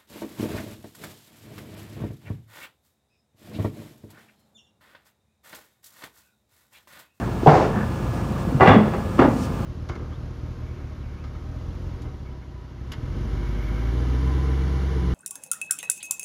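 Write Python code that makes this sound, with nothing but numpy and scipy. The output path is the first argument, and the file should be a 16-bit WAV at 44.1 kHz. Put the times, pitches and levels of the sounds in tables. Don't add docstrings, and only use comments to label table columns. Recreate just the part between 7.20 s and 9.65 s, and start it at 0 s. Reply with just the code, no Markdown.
import sys
import numpy as np
from scipy import signal
from scipy.io import wavfile
from scipy.ndimage import uniform_filter1d, minimum_filter1d

SR = 44100
rng = np.random.default_rng(int(sys.argv[2]) if len(sys.argv) > 2 else 0)


def wav_out(sig):
    wavfile.write(sys.argv[1], SR, np.round(np.clip(np.atleast_2d(sig).T, -1, 1) * 32767).astype(np.int16))


N = 108045


def from_db(db):
    return 10 ** (np.asarray(db) / 20)


def unit_rms(x):
    return x / np.sqrt(np.mean(x ** 2) + 1e-20)


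def clock():
    return np.arange(N) / SR


def butter(x, order, hz, kind="low"):
    return signal.sosfilt(signal.butter(order, hz, kind, fs=SR, output="sos"), x)


def at_hz(table, hz):
    table_hz, values = np.transpose(table)
    return np.interp(np.log(hz), np.log(table_hz), values)


def drift(rate_hz):
    hop, settle = 40, 2000
    pole = np.exp(-2 * np.pi * rate_hz * hop / SR)
    white = rng.standard_normal(N // hop + settle + 2)
    slow = signal.lfilter([1], [1, -2 * pole, pole * pole], white)[settle:]
    return np.interp(np.arange(N) / hop, np.arange(len(slow)), unit_rms(slow))


def noise_bands():
    edges_hz = 22 * 2 ** (np.arange(30) / 3)
    white = rng.standard_normal((2, N + SR // 4))
    return [(np.sqrt(low * high), butter(white[k % 2], 2, [low, high], "band")[-N:])
            for k, (low, high) in enumerate(zip(edges_hz, edges_hz[1:]))]


def coloured_noise(spectrum, flicker_db):
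    return unit_rms(sum(band * from_db(at_hz(spectrum, hz) + flicker_db * drift(25))
                        for hz, band in noise_bands()))


# f/Hz, level/dB
ENGINE_TONES = [(52.8, -32.5), (79.5, -37.5), (104, -37.5), (118.4, -36), (135.5, -38.5), (165, -42.5),
                (210, -42.5), (241, -39), (350, -45), (522, -45.5), (1205, -49), (1690, -53.5)]
# f/Hz, relative level/dB
RUMBLE_SPECTRUM = [(21, -25), (35, -1.5), (60, -6), (203, -3.5), (249, -9), (269, -21), (305, -10.5),
                   (375, -14), (535, -16), (1040, -19.5), (1180, -20.5), (2070, -35.5), (2290, -30),
                   (3350, -38), (15500, -48.5)]
FIRING_HZ, FIRING_DEPTH, RUMBLE_DB = 54.4, 0.041, -28


def engine(waver_db=2.0, waver_rad=0.68):
    t, tones = clock(), np.zeros(N)
    for hz, db in ENGINE_TONES:
        amplitude = np.sqrt(2) * from_db(db + waver_db * drift(2.7))
        phase = 2 * np.pi * (hz * t + rng.random())
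        waver = waver_rad * np.sqrt(hz / FIRING_HZ) * drift(1.99)
        tones += amplitude * np.sin(phase + waver)
    throb = 1 + FIRING_DEPTH * np.sin(2 * np.pi * FIRING_HZ * t)
    return tones + from_db(RUMBLE_DB) * coloured_noise(RUMBLE_SPECTRUM, flicker_db=0.5) * throb


# peak t/s, level/dB, half width/s
TRACK_SCRAPES = [(0.04, -35, 0.037), (0.591, -31, 0.045), (0.98, -41, 0.029), (1.18, -37, 0.025)]


def scrapes(slips_per_s=4000, band_hz=(330, 1370), squeak_hz=1740, squeak_db=8):
    slips = rng.standard_normal(N) * (rng.random(N) < slips_per_s / SR)
    grind = butter(slips, 3, band_hz, "band")
    squeak = signal.lfilter(*signal.iirpeak(squeak_hz, Q=18, fs=SR), grind)
    swells = sum(from_db(db) * np.exp(-((clock() - peak_s) / width_s) ** 2 / 2)
                 for peak_s, db, width_s in TRACK_SCRAPES)
    return unit_rms(grind + from_db(squeak_db) * squeak) * swells


# t/s, level/dB, f/Hz, t60/s
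CHASSIS_THUMPS = [(0.232, -1, 330, 0.015), (0.268, -8.5, 263, 0.14), (0.274, 0.5, 149, 0.12),
                  (0.358, -5, 149, 0.046), (0.399, -26, 198, 0.045), (0.561, -16.5, 206.6, 0.26),
                  (1.272, -10.5, 168, 0.072), (1.322, -13.5, 258.4, 0.062), (1.345, -7.5, 136, 0.11),
                  (1.411, -3.5, 130, 0.055), (1.477, 0.5, 174.5, 0.068), (1.495, -5, 103, 0.19),
                  (1.5, -9.5, 255.5, 0.15), (1.563, 0.5, 212.6, 0.16), (1.584, 2, 168, 0.03),
                  (1.991, -2.5, 262, 0.088), (2.046, -8.5, 297, 0.061), (2.077, -5, 266, 0.061),
                  (2.13, -23, 258, 0.7)]


def chassis(rise_s=0.0014, overtone_ratio=1.8, overtone_db=-13):
    out = np.zeros(N)
    for start_s, db, hz, t60_s in CHASSIS_THUMPS:
        age = np.maximum(clock() - start_s, 0)
        phase = 2 * np.pi * hz * age
        swing = np.sin(phase) + from_db(overtone_db) * np.sin(overtone_ratio * phase)
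        onset = 1 - np.exp(-(age / rise_s) ** 2)
        out += from_db(db) * swing * onset * np.exp(-np.log(1000) * age / t60_s)
    return out


# t/s, clatter level/dB, bass/dB, treble/dB, t60 factor, ramp/dB, deck/dB
TRACK_BLOWS = [(0.261, -17, 0, -10, .9, -4, -40), (0.270, -11, 0, -2, .9, -17, -40),
               (0.288, -15.5, 0, 0, 1.0, -21, -40), (0.322, -14, -1, -6, .9, -25, -40),
               (0.350, -20, 2, 3, 1.15, -31, -40), (0.378, -21, 0, -4, .7, -27, -42),
               (1.398, -19, -3, -8, .8, -26, -26), (1.406, -9, -3, -4, .95, -22, -10),
               (1.432, -25, -4, 11, 1.3, -38, -27), (1.458, -17, -6, 2, .7, -25, -21),
               (1.474, -7.5, -1, 5.5, .6, -32, -16), (1.494, -19, 3, 6, .9, -38, -34),
               (1.531, -16, 2, -1, .85, -36, -30), (1.735, -23, -3, -1, .45, -44, -34),
               (1.982, -20, 0, -5, .4, -40, -36), (1.990, -9.5, 0, -2, .55, -28, -24),
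               (2.012, -16, 1, 0, .55, -38, -28), (2.046, -18, 2, -10, .5, -40, -40)]
# f/Hz, relative level/dB
CLATTER_SPECTRUM = [(40, -30), (110, -1), (250, 2), (450, 3.5), (900, -1.5), (1300, -6.5), (2100, -14.5),
                    (3300, -26), (4300, -37), (8000, -63), (11000, -56), (15000, -61)]
# f/Hz, t60/s
CLATTER_DECAY = [(60, 1), (300, 0.66), (1000, 0.57), (3000, 0.53), (9000, 0.13)]
BASS_HZ, MIDDLE_HZ, TREBLE_HZ = 241, 860, 1830


def clatter(contact_s=0.0007, rattle_db=1.3, rattle_hz=45):
    out, steady, age = np.zeros(N), np.zeros(N), clock()[:SR]
    onset = (1 - np.exp(-age / contact_s)) ** 2
    for hz, band in noise_bands():
        bass_share = at_hz([(BASS_HZ, 1), (MIDDLE_HZ, 0)], hz)
        treble_share = at_hz([(MIDDLE_HZ, 0), (TREBLE_HZ, 1)], hz)
        power, t60_s = np.zeros(N + SR), at_hz(CLATTER_DECAY, hz)
        for start_s, db, bass_db, treble_db, t60_factor, _, _ in TRACK_BLOWS:
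            start = int(start_s * SR)
            amplitude = from_db(db + bass_share * bass_db + treble_share * treble_db)
            decay = np.exp(-np.log(1000) * age / (t60_s * t60_factor))
            power[start:start + SR] += onset * (amplitude * decay) ** 2
        voice = band * from_db(at_hz(CLATTER_SPECTRUM, hz))
        steady += voice
        out += voice * np.sqrt(power[:N])
    return out / steady.std() * from_db(rattle_db * drift(rattle_hz))


def resonate(clicks, hz, decay_s):
    step_rad, pole = 2 * np.pi * hz / SR, np.exp(-1 / (decay_s * SR))
    return signal.lfilter([0, np.sin(step_rad)], [1, -2 * pole * np.cos(step_rad), pole * pole], clicks)


CHATTER_PER_S, CHATTER_DB, CHATTER_DECAY_S = 300, -11, 0.05


def ring(modes, times_s, levels_db, spread_db=3, rise_s=0.003, waver_rad=0.55, waver_hz=14):
    out, t = np.zeros(N), clock()
    shaking = sum(from_db(db + CHATTER_DB) * (t > start_s) * np.exp(-abs(t - start_s) / CHATTER_DECAY_S)
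                  for start_s, db in zip(times_s, levels_db))
    chatter = shaking * (rng.random(N) < CHATTER_PER_S / SR)
    for hz, db, t60_s in modes:
        clicks = chatter * rng.standard_normal(N) + 1e-18
        strikes_db = levels_db + spread_db * rng.standard_normal(len(times_s))
        clicks[(times_s * SR).astype(int)] = from_db(strikes_db)
        mode = resonate(clicks, hz, t60_s / np.log(1000)) - resonate(clicks, hz, rise_s)
        shift_s = waver_rad * drift(waver_hz) / (2 * np.pi * hz)
        out += from_db(db) * np.interp(t + shift_s, t, mode)
    return out


# f/Hz, level/dB, t60/s
RAMP_MODES = [(346, -15, .45), (410, -16, .3), (442, -14, .35), (602, -14, .3), (624, -11, .35),
              (690, -7, .15), (731, -3, .26), (778, 2, .1), (808, -8, .15), (875, -6, .17), (990, -6, .15),
              (1190, -20, .2), (1700, -29, .7)]
# f/Hz, level/dB, t60/s
DECK_MODES = [(217, -13, 1.0), (385, -6, .18), (447, -8, .28), (498, -10, .3), (766, -4, .18),
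              (805, -1, .085), (868, -8, .26), (1132, -7, .23), (1196, -7, .15), (1228, -8, .16),
              (1427, -12, .2), (1674, -13, .19), (1931, -12, .16), (1992, -11, .17), (2406, -19, .19),
              (2800, -18, .15)]


def ramps_and_deck():
    times_s, *_, ramp_db, deck_db = np.transpose(TRACK_BLOWS)
    return ring(RAMP_MODES, times_s, ramp_db) + ring(DECK_MODES, times_s, deck_db)


# peak t/s, level/dB, rise/s, fall/s, low-pass f/Hz
HISS_SWELLS = [(0.355, -35.5, 0.069, 0.076, 6000), (0.97, -53, .04, 0.029, 15000),
               (1.21, -55, 0.031, 0.03, 15000), (2.19, -49, 0.093, 0.059, 15100),
               (2.251, -46, 0.033, 0.014, 12000)]
# f/Hz, relative level/dB
HISS_SPECTRUM = [(2000, -4), (3500, -2), (5000, 0), (8500, -3), (11500, -8), (14000, -8), (16000, -9)]


def hisses():
    out, t = np.zeros(N), clock()
    hiss = coloured_noise(HISS_SPECTRUM, flicker_db=0.5)
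    for peak_s, db, rise_s, fall_s, top_hz in HISS_SWELLS:
        width_s = np.where(t < peak_s, rise_s, fall_s)
        swell = np.exp(-((t - peak_s) / width_s) ** 2 / 2)
        out += from_db(db) * swell * butter(hiss, 3, top_hz)
    return out


# f/Hz, level/dB, t60/s
SHOE_MODES = [(3355, 0, .12), (3410, -1, .08), (3500, -5, .09), (3600, -8, .08), (2860, -4, .09)]
# t/s, level/dB
SHOE_HITS = [(1.477, -27), (1.491, -22), (1.522, -51)]


def loose_shoe():
    return ring(SHOE_MODES, *np.transpose(SHOE_HITS))


# delay/s, level/dB
WALL_ECHOES = [(.047, -10), (0.084, -20), (.27, -32)]


def yard(x, cutoff_hz=920):
    t, dull = clock(), butter(x, 1, cutoff_hz)
    return x + sum(from_db(db) * np.interp(t - delay_s, t, dull, left=0) for delay_s, db in WALL_ECHOES)


def scene():
    steel = clatter() + ramps_and_deck() + loose_shoe() + chassis()
    return (yard(steel) + engine() + scrapes() + hisses())[None]


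def microphone(x, low_cut_hz=52.5, dip_hz=11500, dip_depth=0.62):
    x = butter(x, 6, low_cut_hz, "high")
    notched = signal.lfilter(*signal.iirnotch(dip_hz, Q=4.6, fs=SR), x)
    return x + dip_depth * (notched - x)


def limiter(x, threshold_db=1, attack_s=0.045, release_db_per_s=17, ceiling=0.97):
    over_db = np.maximum(20 * np.log10(np.abs(x) + 1e-9) - threshold_db, 0)
    recovery_db = release_db_per_s * clock()
    held_db = np.maximum.accumulate(over_db + recovery_db, axis=1) - recovery_db
    pole = np.exp(-1 / (attack_s * SR))
    ducked = x * from_db(-signal.lfilter([1 - pole], [1, -pole], held_db))
    peak_gain = np.minimum(1, ceiling / (np.abs(ducked) + 1e-9))
    return ducked * uniform_filter1d(minimum_filter1d(peak_gain, size=45), size=45)


def record(dry):
    low_pass = signal.ellip(12, 0.1, 80, 15600, fs=SR, output="sos")
    return signal.sosfilt(low_pass, limiter(microphone(dry)))


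dry = scene()
out = record(dry)
wav_out(out)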